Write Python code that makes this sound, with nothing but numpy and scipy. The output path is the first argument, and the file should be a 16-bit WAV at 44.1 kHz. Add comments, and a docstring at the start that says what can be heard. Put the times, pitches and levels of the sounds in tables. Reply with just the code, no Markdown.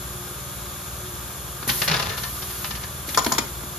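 """A case sealer runs empty in a factory, close by: shaft throb, gear tones, belt noise ringing bearings, a leak's hiss.
The main gear hum, a wavering sine, swells near 1.1 s; from 1.6 s two small clacks and bursts of exhaust noise.
The side-belt carriage then judders (a gliding tone), scrapes and rattles (noise bursts ringing frame modes).
Past 3 s more air flows and steel parts clack home: sagging thuds, struck modes and bright noise.
Low rumble lies under it all; a short diffuse tail follows the hits."""
import sys
import numpy as np
from scipy import signal
from scipy.fft import rfft, irfft
from scipy.io import wavfile
from scipy.ndimage import uniform_filter1d

SR = 44100
rng = np.random.default_rng(int(sys.argv[2]) if len(sys.argv) > 2 else 0)


def bounce(signal):
    """Save signal as a 16-bit WAV file at the path given by the first command-line argument."""
    frames = np.transpose(np.atleast_2d(signal))
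    limited = np.clip(frames, -1, 1)
    pcm = np.round(limited * 32767).astype(np.int16)
    wavfile.write(sys.argv[1], SR, pcm)


N = 166698
T = np.arange(N) / SR
FREQS = np.arange(N // 2 + 1) * SR / N


def undb(db):
    """Decibels to gain."""
    return 10 ** (np.asarray(db) / 20)


def unit(x):
    """Scale to rms 1."""
    return x / np.sqrt(np.mean(x ** 2))


def over_hz(points):
    """Join (frequency [Hz], value) points on a log-frequency axis."""
    hz, value = np.array(points).T
    return np.interp(np.log(FREQS + 1), np.log(hz), value)


def over_time(points):
    """Join (time [s], value) points linearly."""
    time_s, value = np.array(points).T
    return np.interp(T, time_s, value)


def walk(rate_hz):
    """Smooth random wander of rms 1: noise under a Gaussian low-pass."""
    spectrum = rfft(rng.standard_normal(N))
    return unit(irfft(spectrum * np.exp(-(FREQS / rate_hz) ** 2), N))


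def envelope(start_s, attack_s, hold_s, decay_s):
    """Linear rise, hold, exponential fall with time constant decay_s."""
    age = T - start_s
    fall = np.exp(-np.clip((age - attack_s - hold_s) / decay_s, 0, 20))
    return np.clip(age / attack_s, 0, 1) * fall


def tone(hz):
    """A sine of rms 1 that follows a pitch curve from a random phase."""
    cycles = np.cumsum(hz) / SR + rng.random()
    return np.sqrt(2) * np.sin(2 * np.pi * cycles)


RIPPLE_WIDTH_HZ = 34.7


def ripple(db):
    """Fine peaks and dips that reflections off nearby steel leave in a spectrum."""
    size = max(int(RIPPLE_WIDTH_HZ * N / SR), 1)
    smooth = uniform_filter1d(rng.standard_normal(len(FREQS)), size)
    return undb(db * unit(uniform_filter1d(smooth, size)))


# likeness of noise at the two ports: (frequency [Hz], likeness [0-1])
PORT_LIKENESS = [(60, 0.5), (130, 1), (290, 0.55), (640, 0.63), (1400, 0.27), (3100, 0.69), (6000, 0.05),
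                 (7200, 0.8), (8000, 1), (10000, 1), (15000, 1)]


def noise(spectrum, ripple_db=0):
    """Coloured noise of rms 1 at two ports: a shared part plus an opposed part."""
    mid, side = rfft(rng.standard_normal((2, N)))
    alike = np.clip(over_hz(PORT_LIKENESS), 0, 1)
    shared = mid * np.sqrt(1 + alike)
    opposed = np.array([[1], [-1]]) * side * np.sqrt(1 - alike)
    return unit(irfft((shared + opposed) * undb(over_hz(spectrum)) * ripple(ripple_db), N))


def damped_modes(modes, t, pitch=1):
    """Sum of decaying sines, as steel rings after one impulse."""
    return sum(undb(db - 60 * t / t60_s) * np.sin(2 * np.pi * hz * pitch * t)
               for hz, db, t60_s in modes)


def ring(x, modes, db):
    """Steel modes driven by x, at a level db relative to it."""
    response = damped_modes(modes, T[:SR // 2])
    ringing = signal.fftconvolve(x, response[None], axes=1)[:, :N]
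    return unit(ringing) * x.std() * undb(db)


SHAFT_HZ, SHAFT_WANDER_RATIO = 19.33, 0.0023
SHAFT_DB, SHAFT_FLICKER_DB = -39.5, 1.56
SHAFT_BEAT_S, SHAFT_SMEAR_RAD = 0.032, 1.15
# shaft harmonics: (multiple of shaft rate, relative level [dB])
SHAFT_HARMONICS = [(3, -0.5), (4, -2), (5, -13.5), (6, -1.5), (7, -2.5), (8, -11), (9, -12.5), (10, -5.5),
                   (11, -15), (16, -24), (20, -16)]


def shaft(turn):
    """Shaft harmonics, loosely aligned in phase, throb once a turn."""
    throb = 0
    for k, db in SHAFT_HARMONICS:
        level = undb(db + SHAFT_FLICKER_DB * walk(3.2))
        throb = throb + level * np.cos(k * turn + SHAFT_SMEAR_RAD * rng.standard_normal())
    return undb(SHAFT_DB) * unit(throb)


GEAR_WANDER_RATIO, GEAR_FLICKER_DB = 0.007, 3
# motor, gear and roller tones: (frequency [Hz], level [dB])
GEAR_TONES = [(61.7, -50.5), (305, -62), (415, -60.5), (504, -61.5), (533, -63.5), (592, -57.5), (652, -66),
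              (711, -60.5), (1160, -62), (1244, -53)]


def gears():
    """Motor, gears and rollers hum as sines wavering in pitch and level."""
    return sum(undb(db + GEAR_FLICKER_DB * walk(6.8)) * tone(hz * (1 + GEAR_WANDER_RATIO * walk(26.8)))
               for hz, db in GEAR_TONES)


MESH_HZ, MESH_WANDER_RATIO, MESH_FLICKER_DB = 360.5, 0.0122, 3.5
# main gear hum: (time [s], level [dB])
MESH_LEVEL = [(0, -51), (.25, -47.5), (.42, -52.5), (.65, -52.5), (.92, -53), (1.08, -42.5), (1.25, -53.5),
              (2, -52), (2.2, -59), (2.4, -50.5), (3, -52.5), (3.75, -53.5)]


def mesh():
    """The main gear hum: one wavering sine that swells and fades."""
    level = undb(over_time(MESH_LEVEL) + MESH_FLICKER_DB * walk(15))
    return level * tone(MESH_HZ * (1 + MESH_WANDER_RATIO * walk(26.4)))


STEADY_RIPPLE_DB = 2
WHIR_DB, WHIR_THROB_RATIO, WHIR_FLICKER_DB, BEARING_DB = -39.5, 0.034, 0.62, -12
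# belt noise: (frequency [Hz], relative density [dB])
WHIR_SPECTRUM = [(25, -10), (50, -19), (100, 7.5), (240, -3.5), (400, 0), (850, -3.5), (1220, 1.5),
                 (1600, 0.5), (1900, -7.5), (3000, -8), (3500, -4), (4200, -6.5), (5600, -7.5), (8000, -27),
                 (15000, -16.5)]
# bearing resonances: (frequency [Hz], relative level [dB], t60 [s])
BEARING_MODES = [(1157, 10.5, 0.049), (1280, 7.5, 0.045), (1435, 5, 0.047), (1720, 7, .03),
                 (3200, -15, .08), (3670, 5, .035), (3790, 10, .04), (4167, -8, .06), (4312, -4, .06),
                 (6110, 19, 0.13), (7117, -7, .04)]


def belts(turn):
    """Belt noise pulses slightly with the shaft and rings the bearings."""
    throb = 1 + WHIR_THROB_RATIO * np.cos(turn)
    whir = noise(WHIR_SPECTRUM, STEADY_RIPPLE_DB) * throb * undb(WHIR_FLICKER_DB * walk(32))
    return undb(WHIR_DB) * (whir + ring(whir, BEARING_MODES, BEARING_DB))


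def drive():
    """One wandering shaft angle paces throb and belts; the gears hum alongside."""
    shaft_hz = SHAFT_HZ * (1 + SHAFT_WANDER_RATIO * walk(3.2))
    turn = 2 * np.pi * (np.cumsum(shaft_hz) / SR - SHAFT_HZ * SHAFT_BEAT_S)
    return shaft(turn) + gears() + mesh() + belts(turn)


HIT_RIPPLE_DB = 2
JUDDER_WANDER_RATIO, SCRAPE_GRAIN_DB = 0.07, 5.5
# sliding carriage: (time [s], judder pitch [Hz], judder level [dB], scrape level [dB])
CARRIAGE_SLIDE = [(1.66, 130, -75, -69), (1.68, 120, -28.5, -30), (1.71, 127.1, -43.5, -44),
                  (1.86, 168.2, -48, -36), (1.912, 149.9, -28.5, -28.5), (1.965, 132.1, -32.5, -31.5),
                  (2.02, 119.4, -48, -37), (2.095, 106.3, -28.5, -34), (2.14, 110.2, -46, -38.5),
                  (2.22, 129.8, -40, -45.5), (2.33, 105, -55, -58), (2.66, 120, -58, -45),
                  (2.92, 120, -65, -54)]
# dull scrape: (frequency [Hz], relative density [dB])
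SCRAPE_SPECTRUM = [(50, -23), (200, 5.5), (330, -4), (650, -2), (1100, 1), (1900, 0), (3500, -6),
                   (6000, -7), (15000, -30)]


def slide():
    """Judder as a gliding sine, scrape as grainy dull noise."""
    s, hz, judder_db, scrape_db = np.array(CARRIAGE_SLIDE).T
    moving = (T > s[0]) & (T < s[-1])
    judder_hz = np.interp(T, s, hz) * (1 + JUDDER_WANDER_RATIO * walk(69.0))
    judder = moving * undb(np.interp(T, s, judder_db)) * tone(judder_hz)
    grain = unit(undb(SCRAPE_GRAIN_DB * walk(300)))
    scrape = moving * undb(np.interp(T, s, scrape_db)) * grain * noise(SCRAPE_SPECTRUM, HIT_RIPPLE_DB)
    return judder, scrape


RATTLE_ATTACK_S, RATTLE_HOLD_S, RATTLE_DECAY_S, RATTLE_GRAIN_DB = 0.0064, 0.003, 0.0087, 2.5
CONTACT_RATE_HZ, CONTACT_RIPPLE_DB = 14.5, 3.5
# rattle bursts: (time [s], level [dB])
RATTLE_BURSTS = [(1.62, -36.5), (1.689, -18), (1.814, -19.5), (1.875, -16), (1.909, -20), (1.936, -20),
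                 (1.961, -23.5), (1.992, -20.5), (2.019, -25.5), (2.053, -31.5), (2.09, -28), (2.125, -33),
                 (2.173, -27.5), (2.231, -25.5), (2.418, -30.5), (2.499, -35.5), (2.641, -27),
                 (2.704, -29.5), (2.75, -30), (2.83, -31.5), (3.085, -31)]
# rattle colour: (frequency [Hz], relative density [dB])
CLATTER_SPECTRUM = [(40, -30), (100, -11), (230, 1.5), (330, -10.5), (650, -3.5), (1000, 2), (1300, 1.5),
                    (2100, 0), (3800, -0.5), (5500, -1.5), (7500, -11), (11000, -14), (15500, -21)]


def rattle():
    """Bright bursts of tiny collisions; the colour wanders with the point of contact."""
    force = sum(undb(db) * envelope(s, RATTLE_ATTACK_S, RATTLE_HOLD_S, RATTLE_DECAY_S)
                for s, db in RATTLE_BURSTS)
    contact = walk(CONTACT_RATE_HZ)
    colour = np.cos(contact) * noise(CLATTER_SPECTRUM, CONTACT_RIPPLE_DB)
    colour = colour + np.sin(contact) * noise(CLATTER_SPECTRUM, CONTACT_RIPPLE_DB)
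    return force * unit(undb(RATTLE_GRAIN_DB * walk(840))) * colour


FRAME_DB, FRAME_WARP_S = -7.5, 0.00022
# frame modes: (frequency [Hz], relative level [dB], t60 [s])
FRAME_MODES = [(236, -1, 0.08), (462, 1, 0.2), (608, 2, 0.11), (684, 3.5, 0.083), (867, 0.5, 0.13),
               (1016, 3, .13), (1290, 3, 0.1), (1366, 3, .09), (1484, 1, 0.12), (1733, 3, 0.14),
               (1794, 4.5, .12), (2410, -1, .05), (2906, 3, 0.08), (3730, 4, 0.06), (4300, -4, .06),
               (4834, -3, 0.13)]


def carriage():
    """Scrape and rattle ring the frame, wavering as the carriage shifts its load; judder adds."""
    judder, scrape = slide()
    clatter = scrape + rattle()
    warped = T + FRAME_WARP_S * walk(12.4)
    ringing = [np.interp(warped, T, port) for port in ring(clatter, FRAME_MODES, FRAME_DB)]
    return clatter + np.array(ringing) + judder


CLACK_ATTACK_S, CLACK_HOLD_S = 0.00093, 0.0036
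# struck stop, before the pitch ratio: (frequency [Hz], relative level [dB], t60 [s])
STOP_MODES = [(680, -14.5, 0.11), (1043, -1, .04), (1335, -0.5, .032), (1755, -14, .05)]


def struck(start_s, pitch):
    """The stop's few short modes after one blow; their pitch depends on where it lands."""
    t = T[:SR // 5]
    blow = damped_modes(STOP_MODES, t, pitch) * np.clip(t / CLACK_ATTACK_S, 0, 1)
    return np.interp(T - start_s, t, blow, left=0, right=0)


THUD_START_HZ, THUD_END_HZ, THUD_SAG_S = 500, 228, 0.0028
THUD_LAG_S, THUD_ATTACK_S, THUD_DECAY_S, THUD_NOISE_DB = 0.0018, 0.0025, 0.0074, -7
# noise in the thud: (frequency [Hz], relative density [dB])
THUD_SPECTRUM = [(50, -36), (120, 11), (250, -2), (500, -6), (700, 5.5), (1000, -7), (2500, -31)]


def panel_thud(start_s, flutter):
    """A late panel thud: a sine sagging in pitch, plus low noise."""
    sag = envelope(start_s, CLACK_ATTACK_S, THUD_LAG_S, THUD_SAG_S)
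    sine = tone(THUD_END_HZ + (THUD_START_HZ - THUD_END_HZ) * sag)
    swell = envelope(start_s + THUD_LAG_S, THUD_ATTACK_S, CLACK_HOLD_S, THUD_DECAY_S)
    return unit(sine + undb(THUD_NOISE_DB) * flutter) * swell


KNOCK_DECAY_S, CRACK_DECAY_S = 0.0055, 0.0045
STOP_NOISE_DB, CHATTER_DB, BRACKET_DB = -7.5, 1.5, -13
# clacks: (time [s], thud [dB], knock [dB], crack [dB], ping [dB], steel lag [s], knock pitch [ratio])
CLACK_EVENTS = [(1.626, -38, -32.5, -43, -53, 0.0023, 1.1), (1.672, -29.5, -32.5, -48, -37, 0.0043, .8),
                (3.08, -32, -40, -35.5, -35, 0.0084, 1), (3.1427, -36.5, -33, -23.5, -29, 0.0025, 1),
                (3.1739, -33, -9, -25, -15.5, 0.00016, 1), (3.182, -40, -22, -32, -24, 0.0018, .58),
                (3.189, -38, -26, -24.5, -37, 0.00092, .52), (3.221, -43, -43, -35, -33, 0.00056, 1),
                (3.245, -44, -30, -30, -22.5, 0, 1.1), (3.262, -19.5, -19.5, -22.5, -28, 0.001, .93),
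                (3.3174, -35, -16.5, -25.5, -17, 0.0032, .99), (3.324, -38, -26, -38, -29, 0.011, .58),
                (3.344, -40, -44, -31, -39, 0.0039, 1), (3.38, -39, -19, -17.5, -18.5, 0.0023, .89),
                (3.385, -24.5, -26.5, -35, -33, 0.001, 1.05), (3.632, -37.5, -34.5, -46, -52, 0.0019, 1)]
# noise in knock, steel crack and steel ping: (frequency [Hz], relative density [dB])
KNOCK_SPECTRUM = [(250, -27), (520, -7), (680, -6), (800, -8), (1030, 1), (1330, 0), (1600, -14),
                  (2000, -20), (5000, -29)]
CRACK_SPECTRUM = [(900, -11), (1900, -1.5), (2400, -3), (2750, -13.5), (3200, -1), (4300, -4), (5200, -16),
                  (8000, -9.5), (15500, -18)]
PING_SPECTRUM = [(2500, -19), (4600, -2.5), (5700, 4), (6400, -5.5), (6850, 5.5), (7500, -0.5),
                 (12000, -13), (15500, -9)]
# stop bracket modes: (frequency [Hz], relative level [dB], t60 [s])
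BRACKET_MODES = [(245, -10, .1), (520, -10, 0.09), (674, -22, .12), (950, -24, .07), (1000, -17, 0.07),
                 (1300, -24, .05), (1620, -15, 0.11), (2450, 4, 0.095), (3120, -2, 0.19), (3620, 2, 0.066),
                 (5080, -5, .08), (5600, -3, 0.092), (6120, 5, 0.065), (6870, 9.5, 0.049)]


def stops():
    """Each clack sums knock, steel crack and ping, and late thud; all ring the bracket."""
    spectra = (THUD_SPECTRUM, KNOCK_SPECTRUM, CRACK_SPECTRUM, PING_SPECTRUM)
    flutter, knock_noise, crack, ping = (noise(spectrum, HIT_RIPPLE_DB) for spectrum in spectra)
    crack = crack * unit(undb(CHATTER_DB * walk(400)))  # steel chatters within each clack
    out = 0
    for s, thud_db, knock_db, crack_db, ping_db, lag_s, pitch in CLACK_EVENTS:
        knock_fade = envelope(s, CLACK_ATTACK_S, CLACK_HOLD_S, KNOCK_DECAY_S)
        knock = struck(s, pitch) + undb(STOP_NOISE_DB) * knock_noise * knock_fade
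        steel = crack * undb(crack_db) + ping * undb(ping_db)
        steel = steel * envelope(s + lag_s, CLACK_ATTACK_S, CLACK_HOLD_S, CRACK_DECAY_S)
        out = out + undb(thud_db) * panel_thud(s, flutter) + undb(knock_db) * knock + steel
    return out + ring(out, BRACKET_MODES, BRACKET_DB)


VENT_ATTACK_S = 0.0026
# air vents: (start [s], hold [s], level [dB], release time constant [s])
VENT_EVENTS = [(1.674, 0.013, -33.5, 0.013), (1.675, 0.18, -26.5, 0.021), (2.168, 0.51, -35, 0.068),
               (3.072, 0.1, -33.5, .015), (3.234, .125, -35, .02)]
# exhaust: (frequency [Hz], relative density [dB])
EXHAUST_SPECTRUM = [(200, -17), (1500, -11), (4000, -3), (7000, -2.5), (8500, 1.5), (10500, 3),
                    (13000, 2.5), (15500, -8)]


def vents():
    """Exhaust while a cylinder moves: enveloped turbulent noise."""
    flow = sum(undb(db) * envelope(s, VENT_ATTACK_S, hold_s, release_s)
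               for s, hold_s, db, release_s in VENT_EVENTS)
    return flow * noise(EXHAUST_SPECTRUM, STEADY_RIPPLE_DB)


LEAK_DB = -36.5
# air leak: (frequency [Hz], relative density [dB])
LEAK_SPECTRUM = [(2000, -12), (5500, -14.5), (7100, 0.5), (7800, -4), (10300, -2.5), (13000, -5),
                 (15500, -13)]


def leak():
    """A steady compressed-air leak: treble noise."""
    return undb(LEAK_DB) * noise(LEAK_SPECTRUM, STEADY_RIPPLE_DB)


HALL_T60_S, HALL_DB, HALL_TREBLE_HZ, HALL_BUILD_S = 0.38, -11.5, 4400, 0.0042


def hall(x):
    """Diffuse, duller reflections from machine and factory: convolution with decaying noise."""
    fade = envelope(0, HALL_BUILD_S, 0, HALL_T60_S / np.log(1000))
    tail = noise([(60, -6), (400, 0), (HALL_TREBLE_HZ, -3), (12000, -14)]) * fade
    tail = tail / np.sqrt(np.sum(tail ** 2) / 2)
    return undb(HALL_DB) * signal.fftconvolve(x, tail, axes=1)[:, :N]


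RUMBLE_DB = -50.5
# factory rumble: (frequency [Hz], relative density [dB])
RUMBLE_SPECTRUM = [(25, -34), (46, -25), (58, -2), (68, 8), (85, -21), (200, -35)]


def rumble():
    """The factory's low rumble: steady bass noise."""
    return undb(RUMBLE_DB) * noise(RUMBLE_SPECTRUM)


PORT_HZ = 200  # the ports differ in level only above about this


def place(x, balance):
    """Tilt the level between left and right above the bass."""
    tilt_db = over_hz(balance) * FREQS / (FREQS + PORT_HZ)
    return irfft(rfft(x) * undb(np.array([[.5], [-.5]]) * tilt_db), N)


# left over right, before the bass fade, for steady sounds and for hits: (frequency [Hz], level [dB])
STEADY_TILT = [(100, 4), (700, 2), (1500, 1), (2300, 1), (4400, 4), (7000, 1.5), (8200, -0.5), (15000, 0)]
HIT_TILT = [(100, -3), (700, 4), (2300, 0.5), (4400, 6.5), (7000, 5.5), (8200, -2), (15000, 1)]


def scene():
    """The running machine, with its direct hits mostly a little to the left."""
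    hits = carriage() + stops()
    steady = drive() + vents() + leak() + hall(hits) + rumble()
    return place(steady, STEADY_TILT) + place(hits, HIT_TILT)


TOP_HZ = 15750
# phase lead of left over right, negative for lag: (frequency [Hz], phase [rad])
PORT_LEAD = [(300, 0), (1120, 0), (1640, -.8), (2330, 0), (3450, .7), (5000, .6), (5680, -1.1),
             (6600, -1.2), (7700, -2.9), (9100, -3.35), (10000, -4.7), (11100, -6.2), (12900, -6.4),
             (13500, -7.2), (14400, -9.0), (15300, -9.4)]


def record(dry):
    """Two spaced ports hear the treble out of step; a steep low-pass cuts the top."""
    shift = np.exp(1j * np.array([[.5], [-.5]]) * over_hz(PORT_LEAD))
    ports = irfft(rfft(dry) * shift, N)
    return signal.sosfilt(signal.ellip(10, .2, 80, TOP_HZ, fs=SR, output="sos"), ports)


dry = scene()
out = record(dry)
bounce(out)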